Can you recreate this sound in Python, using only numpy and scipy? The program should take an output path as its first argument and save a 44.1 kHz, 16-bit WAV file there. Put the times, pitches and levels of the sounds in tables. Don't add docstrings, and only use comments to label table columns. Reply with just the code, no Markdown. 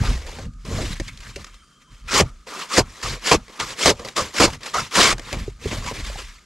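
import sys
import numpy as np
from scipy import signal
from scipy.fft import rfft, irfft, next_fast_len
from scipy.io import wavfile
from scipy.ndimage import uniform_filter1d, map_coordinates

SR = 44100
rng = np.random.default_rng(int(sys.argv[2]) if len(sys.argv) > 2 else 0)


def pcm_store(signal):
    levels = np.round(np.clip(np.atleast_2d(signal), -1, 1) * 32767)
    wavfile.write(sys.argv[1], SR, levels.astype(np.int16).T)


def boost(x):
    u = np.asarray(x, float) / 20
    return 10 ** u


N = 284445
GRID = np.arange(0, N / SR + .002, .001)

# f/Hz, density level/dB
CRYSTALS = [(820, -53.5), (1400, -2), (1490, -1.5), (2250, 1.5), (2750, -1.5), (4030, -2.5), (4970, 0),
            (6210, -4), (7080, -4.5), (11900, -22), (15500, -40)]
# f/Hz, density level/dB
PACKED = [(100, -41), (170, -5.5), (318, -2.5), (483, -0.5), (829, -7.5), (950, -8), (1240, -9),
          (2090, -120)]


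def unit(x):
    return x / np.sqrt(np.mean(x ** 2) + 1e-20)


def along(points, hz):
    f, v = np.transpose(points)
    return np.interp(np.log(hz + 1), np.log(f + 1), v)


def wobble(rate):
    return map_coordinates(rng.standard_normal(int(N * rate / SR) + 4), [np.arange(N) * rate / SR])


def filtered(x, response):
    m = next_fast_len(N + SR // 4)
    return irfft(rfft(x, m) * response(np.fft.rfftfreq(m, 1 / SR)), m)[..., :N]


def coloured(x, spectrum):
    return unit(filtered(x, lambda hz: boost(along(spectrum, hz))))


def modes(table):
    def response(f):
        total = 0
        for k, (centre, width, db) in enumerate(table):
            damping = 1j * f * width
            total = total + (-1) ** k * boost(db) * damping / (centre ** 2 - f ** 2 + damping)
        return total
    return response


def grit(per_second, spread_db, smooth):
    chance, size = rng.random((2, N))
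    heights = boost(-spread_db * np.log(1 - size)) * rng.choice([-1, 1], N)
    return unit((chance < per_second / SR) * heights) + smooth * rng.standard_normal(N)


def patchy(x, depth_db, bins, frames):
    z = signal.stft(x, nperseg=256)[2]
    field = uniform_filter1d(rng.standard_normal(z.shape), bins, 0)
    field = uniform_filter1d(field, frames, 1)
    return signal.istft(z * boost(depth_db * unit(field)), nperseg=256)[1][:N]


def swell(s, length, db, end_db, rate):
    end = s + length
    hold = np.interp(GRID, [s, end + 1e-4], [db, end_db])
    return hold - rate[0] * np.maximum(s - GRID, 0) - rate[1] * np.maximum(GRID - end, 0)


def loudest(levels):
    return np.interp(np.arange(N) / SR, GRID, np.max(levels, axis=0))


def scrape():
    # f/Hz, density level/dB
    loose = [(820, -45), (1400, -11), (1600, -2.5), (2220, -0.5), (2590, -3), (4880, -5.5), (7290, -8.5),
             (8920, -15.5), (12100, -22.5), (15500, -41.5)]
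    # f/Hz, width/Hz, level/dB
    edge_modes = [(996, 260, 0.5), (1200, 170, 4), (1344, 220, -2)]
    # f/Hz, width/Hz, level/dB
    sheet_modes = [(1720, 77, -9), (2314, 36, 7.5), (2994, 66, -11), (5060, 36, 2), (7460, 300, -7.5)]
    hiss_db, edge_db, packed_db = strokes()
    jerk = .7 * wobble(50) + 1.1 * wobble(160)
    breakage = grit(9000, spread_db=2, smooth=.85)
    breakage = patchy(breakage, 2.05, bins=2, frames=5)
    breakage = patchy(breakage, .8, bins=9, frames=10)

    hard = np.clip((hiss_db + 35.5) / 9, 0, 1)
    sheet = modes(sheet_modes)
    crushed = coloured(filtered(breakage, lambda hz: 1 + 0.64 * sheet(hz)), CRYSTALS)
    hiss = hard * crushed + (1 - hard) * coloured(breakage, loose)

    edge = filtered(breakage, modes(edge_modes))
    edge = unit(filtered(edge, modes([(1250, 1020, 0)])))
    crunch = patchy(grit(1200, spread_db=2.0, smooth=1.1), 3.2, bins=1, frames=8)
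    crunch = coloured(crunch, PACKED)

    edge_level = hiss_db + edge_db + jerk + 0.69 * wobble(47) - 4.5
    crunch_level = hiss_db + packed_db + 0.5 * jerk + 0.65 * wobble(45) - 1.28
    return boost(hiss_db + jerk + 0.51) * hiss + boost(edge_level) * edge + boost(crunch_level) * crunch


def strokes():
    # t/s, length/s, hiss level/dB, hiss end level/dB
    ploughs = [
        (2.15, .062, -17, -16),
        (2.745, .034, -22, -17),
        (3.272, .042, -21.5, -22.5),
        (3.812, .044, -22, -21.5),
        (4.378, .022, -24.5, -24.5),
        (4.985, .08, -14.5, -16),
        (5.002, .01, -13.5, -13.5),
        (5.065, .066, -16.5, -21),
    ]
    # t/s, length/s, hiss level/dB, hiss end level/dB, crunch level/dB re hiss
    jams = [
        (2.2, .011, -19, -21, 9),
        (2.781, .02, -13, -20, 3),
        (3.315, .033, -13.5, -19, 6),
        (3.858, .05, -13, -17, 2.5),
        (4.401, .052, -13.5, -15, 1.5),
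        (4.972, .035, -16, -16, -1),
        (5.134, .003, -36, -36, 4.5),
    ]
    # t/s, length/s, hiss level/dB, hiss end level/dB, edge level/dB re hiss
    pulls = [
        (2.472, .15, -41, -32, 1.5),
        (3.031, 0.105, -28, -33, -5),
        (3.602, .004, -23, -24.5, -1.5),
        (4.167, 0.052, -22, -29, -6),
        (4.742, .06, -26, -28.5, -1),
    ]
    # t/s, length/s, hiss level/dB, hiss end level/dB, crunch level/dB re hiss
    slides = [(.4, .056, -47, -48.5, -1), (.652, 0.16, -43.5, -33, 2), (2.472, 0.019, -42.5, -44, 3.5),
              (4.22, .09, -30.5, -44.5, -3.5), (5.863, 0.059, -29.5, -40, -8), (2.084, .025, -35, -34, -14),
              (2.11, .03, -26, -24, -10), (4.912, .04, -37, -25, -9), (4.954, .02, -18, -14, -8),
              (4.46, .028, -25, -35, 3), (0, .04, -41, -35, 0), (2.857, 0.16, -50.5, -43, -5.5),
              (3.493, 0.085, -49.5, -43.5, -6), (3.64, 0.088, -36.5, -33.5, -8),
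              (3.936, 0.16, -50.5, -40, 1.5), (2.7, .035, -36, -29, -9), (3.777, .025, -40, -35, -7),
              (4.339, .03, -34, -26, -8), (4.82, .055, -34, -42, -8), (4.532, .02, -37, -39, -4),
              (3.14, .035, -35, -41, -3), (4.499, .012, -41, -42, -4), (4.52, .006, -41, -41, -6),
              (4.608, 0.072, -46.5, -35, -0.5), (4.661, 0.068, -29.5, -44.5, -7),
              (5.207, 0.14, -48, -34, -7.5), (5.333, .045, -40, -42, 9), (4.09, .05, -44, -51, -8)]
    # t/s, length/s, hiss level/dB, hiss end level/dB, crunch level/dB re hiss
    spills = [(.053, 0.14, -31.5, -42, -2.2), (.19, .06, -45, -44, -2), (.27, .17, -39.5, -47, -2),
              (.808, 0.13, -33.5, -38.5, -8), (.96, .035, -44, -47, -14),
              (1.08, 0.0044, -40.5, -36.5, -17.5), (1.21, 0.1, -46, -44.5, -8.5),
              (1.816, 0.0044, -57, -54.5, -20), (1.92, 0.084, -55.5, -55, -12.5),
              (5.39, .11, -41, -48.5, -5.5), (5.62, 0.069, -43.5, -33.5, -5), (5.72, .03, -30, -33, 1.5),
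              (5.76, .085, -37, -42, -4), (5.95, 0.06, -36, -38.5, -5), (6.049, 0.13, -35.5, -43, -7.5),
              (6.183, .045, -35.5, -41.5, -5.5), (6.24, .09, -43, -50, -20), (6.335, .06, -49, -55.5, -29),
              (5.835, .02, -38, -37, -5), (.6, .04, -61, -57, -20), (1.02, .05, -47, -45, -15),
              (1.38, .045, -47, -46, -5), (2.24, .055, -51, -52, -8)]
    # t/s, hiss level/dB
    trickle = [(0, -44), (.445, -50), (.47, -72), (.63, -74), (.655, -52), (1.0, -52), (1.46, -52),
               (1.71, -67), (1.885, -74), (2.07, -61), (2.45, -64), (2.72, -53), (4.56, -56), (5.47, -51),
               (5.576, -62), (5.62, -51), (6.2, -54), (6.45, -60)]
    # (rise, fall) in dB/s
    plough_rate, pull_rate, slide_rate = (420, 2300), (1930, 280), (2400, 600)
    spill_rate, settle_rate = (500, 600), (900, 170)
    jam_rate, mass_rate = (5000, 1000), (5000, 794)

    # hiss level/dB, then edge and crunch level/dB re hiss
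    parts = [(np.interp(GRID, *np.transpose(trickle)), -7, -13)]
    parts += [(swell(*row, plough_rate), -5, -7.5) for row in ploughs]
    parts += [(swell(*row, pull_rate), edge, -5.5) for *row, edge in pulls]
    parts += [(swell(*row, slide_rate), -2, crunch) for *row, crunch in slides]
    parts += [(swell(*row, spill_rate), -5.5, crunch) for *row, crunch in spills]
    for s, length, db, end_db, crunch in jams:
        jam = swell(s, length, db, end_db, jam_rate)
        mass = swell(s, length, db, end_db, mass_rate) + crunch
        settle = swell(s + length, 0, -46, -46, settle_rate)
        parts += [(jam, -9, mass - jam), (settle, 2, 2)]

    hiss_db = loudest([level for level, _, _ in parts])
    edge_db = loudest([level + edge for level, edge, _ in parts])
    crunch_db = loudest([level + crunch for level, _, crunch in parts])
    return hiss_db, edge_db - hiss_db, crunch_db - hiss_db


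def clumps():
    # t/s, length/s, f/Hz, level/dB,
    # sharpness (Q)
    clump_events = [(0, .03, 1590, -40, 5), (.04, .055, 1300, -35, 2), (.22, .08, 520, -48, 4),
                    (.382, .03, 560, -44, 5), (.435, .05, 500, -52, 4), (.685, .07, 560, -42, 4),
                    (.78, .09, 500, -41, 3), (.885, .07, 4000, -44, 3), (.998, .022, 560, -41, 5),
                    (1.075, .03, 2240, -40, 5), (1.255, .02, 1500, -46, 2), (1.362, .025, 520, -41, 4),
                    (1.47, .03, 1250, -50, 4), (1.605, .045, 1300, -58, 5), (1.71, .025, 1250, -60, 4),
                    (2.083, .05, 1350, -36, 8), (2.145, .06, 1050, -22, 2), (2.525, .04, 1200, -38, 5),
                    (2.59, .06, 1200, -40, 5), (2.6, .05, 2900, -40, 4), (2.778, .012, 6500, -20, 3),
                    (2.83, .03, 1260, -51, 6), (3.035, .035, 1200, -31, 5), (3.09, .025, 4200, -36, 5),
                    (3.32, .04, 2600, -28, 6), (3.57, .03, 1200, -46, 6), (3.603, .015, 2000, -29, 4),
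                    (3.605, .04, 1200, -32, 5), (3.862, .035, 4600, -21, 3), (3.995, .05, 520, -43, 4),
                    (4.05, .015, 4500, -39, 3), (4.163, .05, 1120, -22, 5), (4.402, .03, 1300, -22, 4),
                    (4.43, .025, 4600, -21, 3), (4.465, .04, 890, -34, 4), (4.741, .034, 1150, -21.5, 4),
                    (4.778, .022, 1300, -23, 5), (4.805, .015, 1200, -32, 5), (4.958, .04, 1100, -23, 5),
                    (4.995, .04, 4200, -22, 4),
                    (4.172, .05, 520, -27, 2), (4.745, .055, 680, -30, 3), (.81, .055, 320, -34, 3),
                   (5.972, .05, 320, -44, 3), (5.315, .03, 330, -36, 3), (5.035, .05, 1050, -25, 6),
                   (2.255, .05, 1250, -47, 6), (5.82, .04, 1100, -42, 4), (2.7, .07, 1200, -32, 4),
                   (2.795, .025, 900, -26, 3), (5.055, .025, 3300, -21, 5), (5.02, .1, 2200, -26, 7),
                   (5.085, .042, 1200, -24, 5), (5.325, .025, 2240, -35, 5), (5.71, .03, 2200, -36, 3),
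                   (5.717, .05, 500, -41, 3), (5.845, .015, 500, -42, 4), (5.858, .055, 1020, -33, 6),
                   (5.865, .035, 2240, -36, 6), (5.945, .05, 2240, -41, 5), (5.99, .03, 1900, -42, 4),
                   (6.03, .06, 3560, -42, 4), (6.066, .012, 4500, -38, 2), (6.18, .025, 1240, -40, 7),
                   (6.185, .02, 3000, -42, 4), (6.285, .04, 1780, -53, 4)]
    out, grains = np.zeros(N + SR), grit(2500, spread_db=2.5, smooth=.5)
    for s, length, hz, db, sharp in clump_events:
        at = round(s * SR)
        u = np.arange(int(1.15 * length * SR) + 64) / (length * SR + 1)
        tuned = signal.iirpeak(hz, sharp, SR)
        ring = signal.lfilter(*tuned, grains[at:at + len(u)])
        ring = signal.lfilter(*tuned, ring)
        envelope = np.clip(np.minimum(u / .15, (1.15 - u) / .45), 0, 1)
        out[at:at + len(u)] += boost(db) * unit(ring) * envelope
    return out[:N]


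def cracks():
    # t/s, peak level/dB, knock level/dB re peak, ring f/Hz, t60/s
    crack_events = [(0.386, -26, -3, 1550, 0.068), (0.5349, -40, -28, 1250, 0.03),
                    (0.9985, -15, -16, 1830, 0.044), (1.0796, -20, -43, 2200, 0.03),
                    (1.174, -23.5, -39, 4220, 0.021), (1.2042, -25, -47.5, 2970, 0.028),
                    (1.3595, -16, -30, 2700, 0.04), (1.444, -17, -30, 1200, 0.024),
                    (1.467, -28.5, -21, 1340, 0.042), (1.5423, -30.5, -26, 1220, 0.038),
                    (3.1944, -28, -30, 4000, 0.02), (3.481, -26, -12, 2000, .02),
                    (3.495, -29, -10, 1000, .02), (1.716, -46, -30, 3000, .02), (2.04, -42, -30, 4500, .02),
                    (5.712, -24, -12, 2190, .03), (6.071, -23, -30, 3650, .02),
                    (3.995, -24.5, -2.5, 1030, 0.042), (4.0482, -17.5, -9, 1200, 0.037),
                    (4.0853, -15.5, -26.5, 3810, 0.036), (4.1618, -25, -22, 1090, 0.058),
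                    (4.5024, -17.5, -22, 1190, 0.017), (4.5335, -17, -22, 2260, 0.022),
                    (4.6324, -17, -35.5, 3600, 0.03), (4.7411, -10, -28, 1190, 0.026),
                    (5.1812, -18, -15.5, 1620, 0.027), (5.1944, -16, -12.5, 1830, 0.026),
                    (5.3273, -8, -17, 2130, 0.028), (5.8621, -18.5, -18, 1070, 0.035),
                    (5.912, -22, -3.5, 1200, 0.036)]
    out, t = np.zeros(N + SR), np.arange(SR // 8) / SR
    puffs = coloured(rng.standard_normal(N + SR // 8), CRYSTALS)
    lumps = coloured(rng.standard_normal(N), PACKED)
    for s, db, knock_db, hz, t60 in crack_events:
        at, scatter = round(s * SR), rng.standard_normal(4)
        snap = puffs[at:at + len(t)] + .7 * np.sin(2 * np.pi * hz * t)
        knock = 1.14 * lumps[at:at + len(t)]
        for low, r in zip((214, 326, 544, 764), scatter):
            knock = knock + 0.58 * np.sin(2 * np.pi * low * (1 + 0.046 * r) * t)
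        burst = boost(db - 11.5 - 60 * t / t60) * snap
        burst += boost(db + knock_db - 5.0 - 60 * t / 0.066) * knock
        out[at:at + len(t)] += burst * (1 - np.exp(-t / 0.00056))
    return out[:N]


def handle():
    # t/s, peak level/dB, f/Hz, t60/s
    knocks = [
        (.9995, -22, 330, .035),
        (1.3622, -27, 400, .03),
        (5.479, -18, 399, 0.027),
        (5.657, -15, 409, 0.029),
        (6.099, -25.5, 573, 0.019),
        (6.157, -26, 780, 0.02),
    ]
    out, t = np.zeros(N + SR), np.arange(SR // 8) / SR
    push = 0.42 * np.sin(2 * np.pi * 110 * t) * boost(-60 * t / 0.051)
    for s, db, hz, t60 in knocks:
        tone = np.sin(2 * np.pi * hz * t) * boost(-60 * t / t60) + push
        out[round(s * SR):][:len(t)] += boost(db + 7.5) * tone * (1 - np.exp(-t / 0.0025))
    return out[:N]


def singing():
    # t/s, f/Hz, level/dB, t60/s
    rings = [(1.46, 3140, -57, 5), (1.625, 4690, -61, .5), (1.55, 5240, -60, .3), (1.55, 8370, -71, .8),
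             (1.5, 8830, -66, 1.3), (1.875, 1035, -44, .12), (6.185, 1220, -41, .1),
             (2.084, 2480, -34, .25), (2.26, 1250, -52, .25), (5.84, 1900, -41, .08), (5.87, 2250, -39, .1),
             (1.6, 1300, -60, .3), (5.865, 1100, -36, .1)]
    out, t = np.zeros(N + SR), np.arange(int(.62 * SR)) / SR
    flutter, waver = wobble(45), wobble(130)
    for k, (s, hz, db, t60) in enumerate(rings):
        part = slice(k * SR // 4, k * SR // 4 + len(t))
        fade = boost(db - 60 * t / t60 + 4.5 * flutter[part]) * (1 - np.exp(-t / .008))
        out[round(s * SR):][:len(t)] += fade * np.sin(2 * np.pi * hz * t + 1.9 * waver[part])
    return out[:N]


def even(x, seconds):
    return x / np.sqrt(np.abs(uniform_filter1d(x * x, int(seconds * SR))) + 0.17)


def ground():
    # f/Hz, density level/dB
    deep_spectrum = [(12, -45), (24, -19), (32, -7), (38, 0), (44, -7), (58, -11), (72, -15), (100, -40),
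                     (170, -120)]
    # f/Hz, density level/dB
    thud_spectrum = [(38, -15), (65, -6), (119, -1.5), (151, -9.5), (237, -13), (260, -15), (340, -37.5),
                     (570, -120)]
    deep_db, thud_db = jolts()
    deep = coloured(rng.standard_normal(N), deep_spectrum)
    thud = coloured(grit(200, spread_db=3.5, smooth=0.88), thud_spectrum)
    swing = boost(deep_db + 1.2) * even(deep, .07)
    return swing + boost(thud_db - .3 + .9 * wobble(25)) * even(thud, .045)


def jolts():
    # t/s, length/s, deep shake level/dB, thud level/dB
    bumps = [(1.0, .015, -30, -30), (1.362, 0.05, -41, -40), (1.92, .015, -42.5, -46),
             (2.215, .01, -33.5, -15), (2.785, .025, -31.5, -21.5), (3.045, 0.098, -33.5, -33),
             (3.32, 0.043, -34.5, -23.5), (3.615, 0.02, -45, -34.5), (3.862, .05, -36, -24.5),
             (3.996, .01, -42, -45), (4.052, 0.027, -55, -45.5), (4.17, .01, -51, -41),
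             (4.405, 0.066, -31, -25), (4.968, 0.12, -39, -32), (5.332, 0.092, -30, -32),
             (5.66, 0.0099, -40, -22), (5.72, 0.022, -39, -30)]
    # t/s, length/s, deep shake level/dB, thud level/dB
    sways = [(.01, 0.009, -40, -17.5), (.06, 0.053, -17.5, -24), (.15, 0.019, -26.5, -37),
             (.26, .03, -32.5, -52), (.385, 0.03, -48, -35), (.46, 0.015, -35, -29), (.31, .05, -50, -43),
             (1.07, .06, -45, -41), (.55, .06, -38, -49.5), (.7, 0.11, -31.5, -25),
             (.85, 0.082, -27.5, -32.5), (1.2, 0.018, -40, -50.5), (1.27, .04, -43, -43),
             (2.89, .02, -55, -44), (3.7, .02, -55, -46), (4.51, .05, -50, -36), (5.24, .06, -55, -45),
             (5.62, .01, -50, -41), (5.98, .04, -45, -35), (1.52, 0.018, -43, -63), (2.05, .02, -38, -45),
             (2.16, .02, -36, -32), (2.32, 0.017, -39, -64), (4.22, .015, -47, -33),
             (4.78, 0.042, -53, -33.5), (5.13, .015, -30, -32), (5.48, .03, -34.5, -42),
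             (5.77, 0.034, -31.5, -30.5), (5.86, .06, -36, -35), (6.04, 0.076, -29.5, -46),
             (6.2, 0.082, -38.5, -52.5)]
    # rows, then (rise, fall) in dB/s of shake and of thud
    kinds = ((bumps, (900, 170), (1500, 420)), (sways, (220, 150), (330, 285)))
    shakes, thuds = [], []
    for rows, shake_rate, thud_rate in kinds:
        for s, length, shake_db, thud_db in rows:
            shakes.append(swell(s, length, shake_db, shake_db, shake_rate))
            thuds.append(swell(s, length, thud_db, thud_db, thud_rate))
    return np.maximum(loudest(shakes), -66), np.maximum(loudest(thuds), -72)


def air():
    # f/Hz, density level/dB
    hush = [(71, -39.5), (120, -8.5), (212, -4), (265, -12), (749, -25.5), (918, -36.5), (1220, -6),
            (1440, -15.5), (1660, -17.5), (1870, -30), (6870, -22.5), (11900, -39), (15500, -71)]
    return boost(-58.5 + 0.8 * wobble(9.9)) * coloured(rng.standard_normal(N), hush)


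def ports(x):
    # f/Hz, side minus mid level/dB
    apart = [(60, -41.5), (110, -47), (200, -18), (380, -28), (700, -19), (1290, -18.5), (2380, -12.5),
             (4400, -11), (8120, -11.5), (15000, -2)]
    # f/Hz, left minus right level/dB
    lean = [(60, -0.3), (110, 0), (200, -0.3), (380, -0.3), (700, -1.2), (1290, -0.3), (2380, 0.5),
            (4400, 0.8), (8120, 2), (15000, -1.5)]
    scattered = filtered(x, lambda hz: boost(along(apart, hz) + 3.0) * (hz > 90))
    hz, _, z = signal.stft(scattered, SR, nperseg=256)
    phase = -np.pi / 2 + (1.02 + hz[:, None] / 15000) * rng.standard_normal(z.shape)
    side = signal.istft(z * np.exp(1j * phase), SR, nperseg=256)[1][:N]
    halves = np.array([[.5], [-.5]])
    return filtered(np.array([x + side, x - side]), lambda hz: boost(along(lean, hz) * halves))


def scene():
    return ports(scrape() + clumps() + cracks() + handle() + singing() + ground() + air())


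def top_cut(x):
    return signal.sosfilt(signal.butter(12, 15660, fs=SR, output="sos"), x)


def record(dry):
    held = dry / (1 + np.abs(dry) ** 8) ** (1 / 8)
    mix = filtered(held, lambda hz: hz < 15600)
    return top_cut(mix)


dry = scene()
out = record(dry)
pcm_store(out)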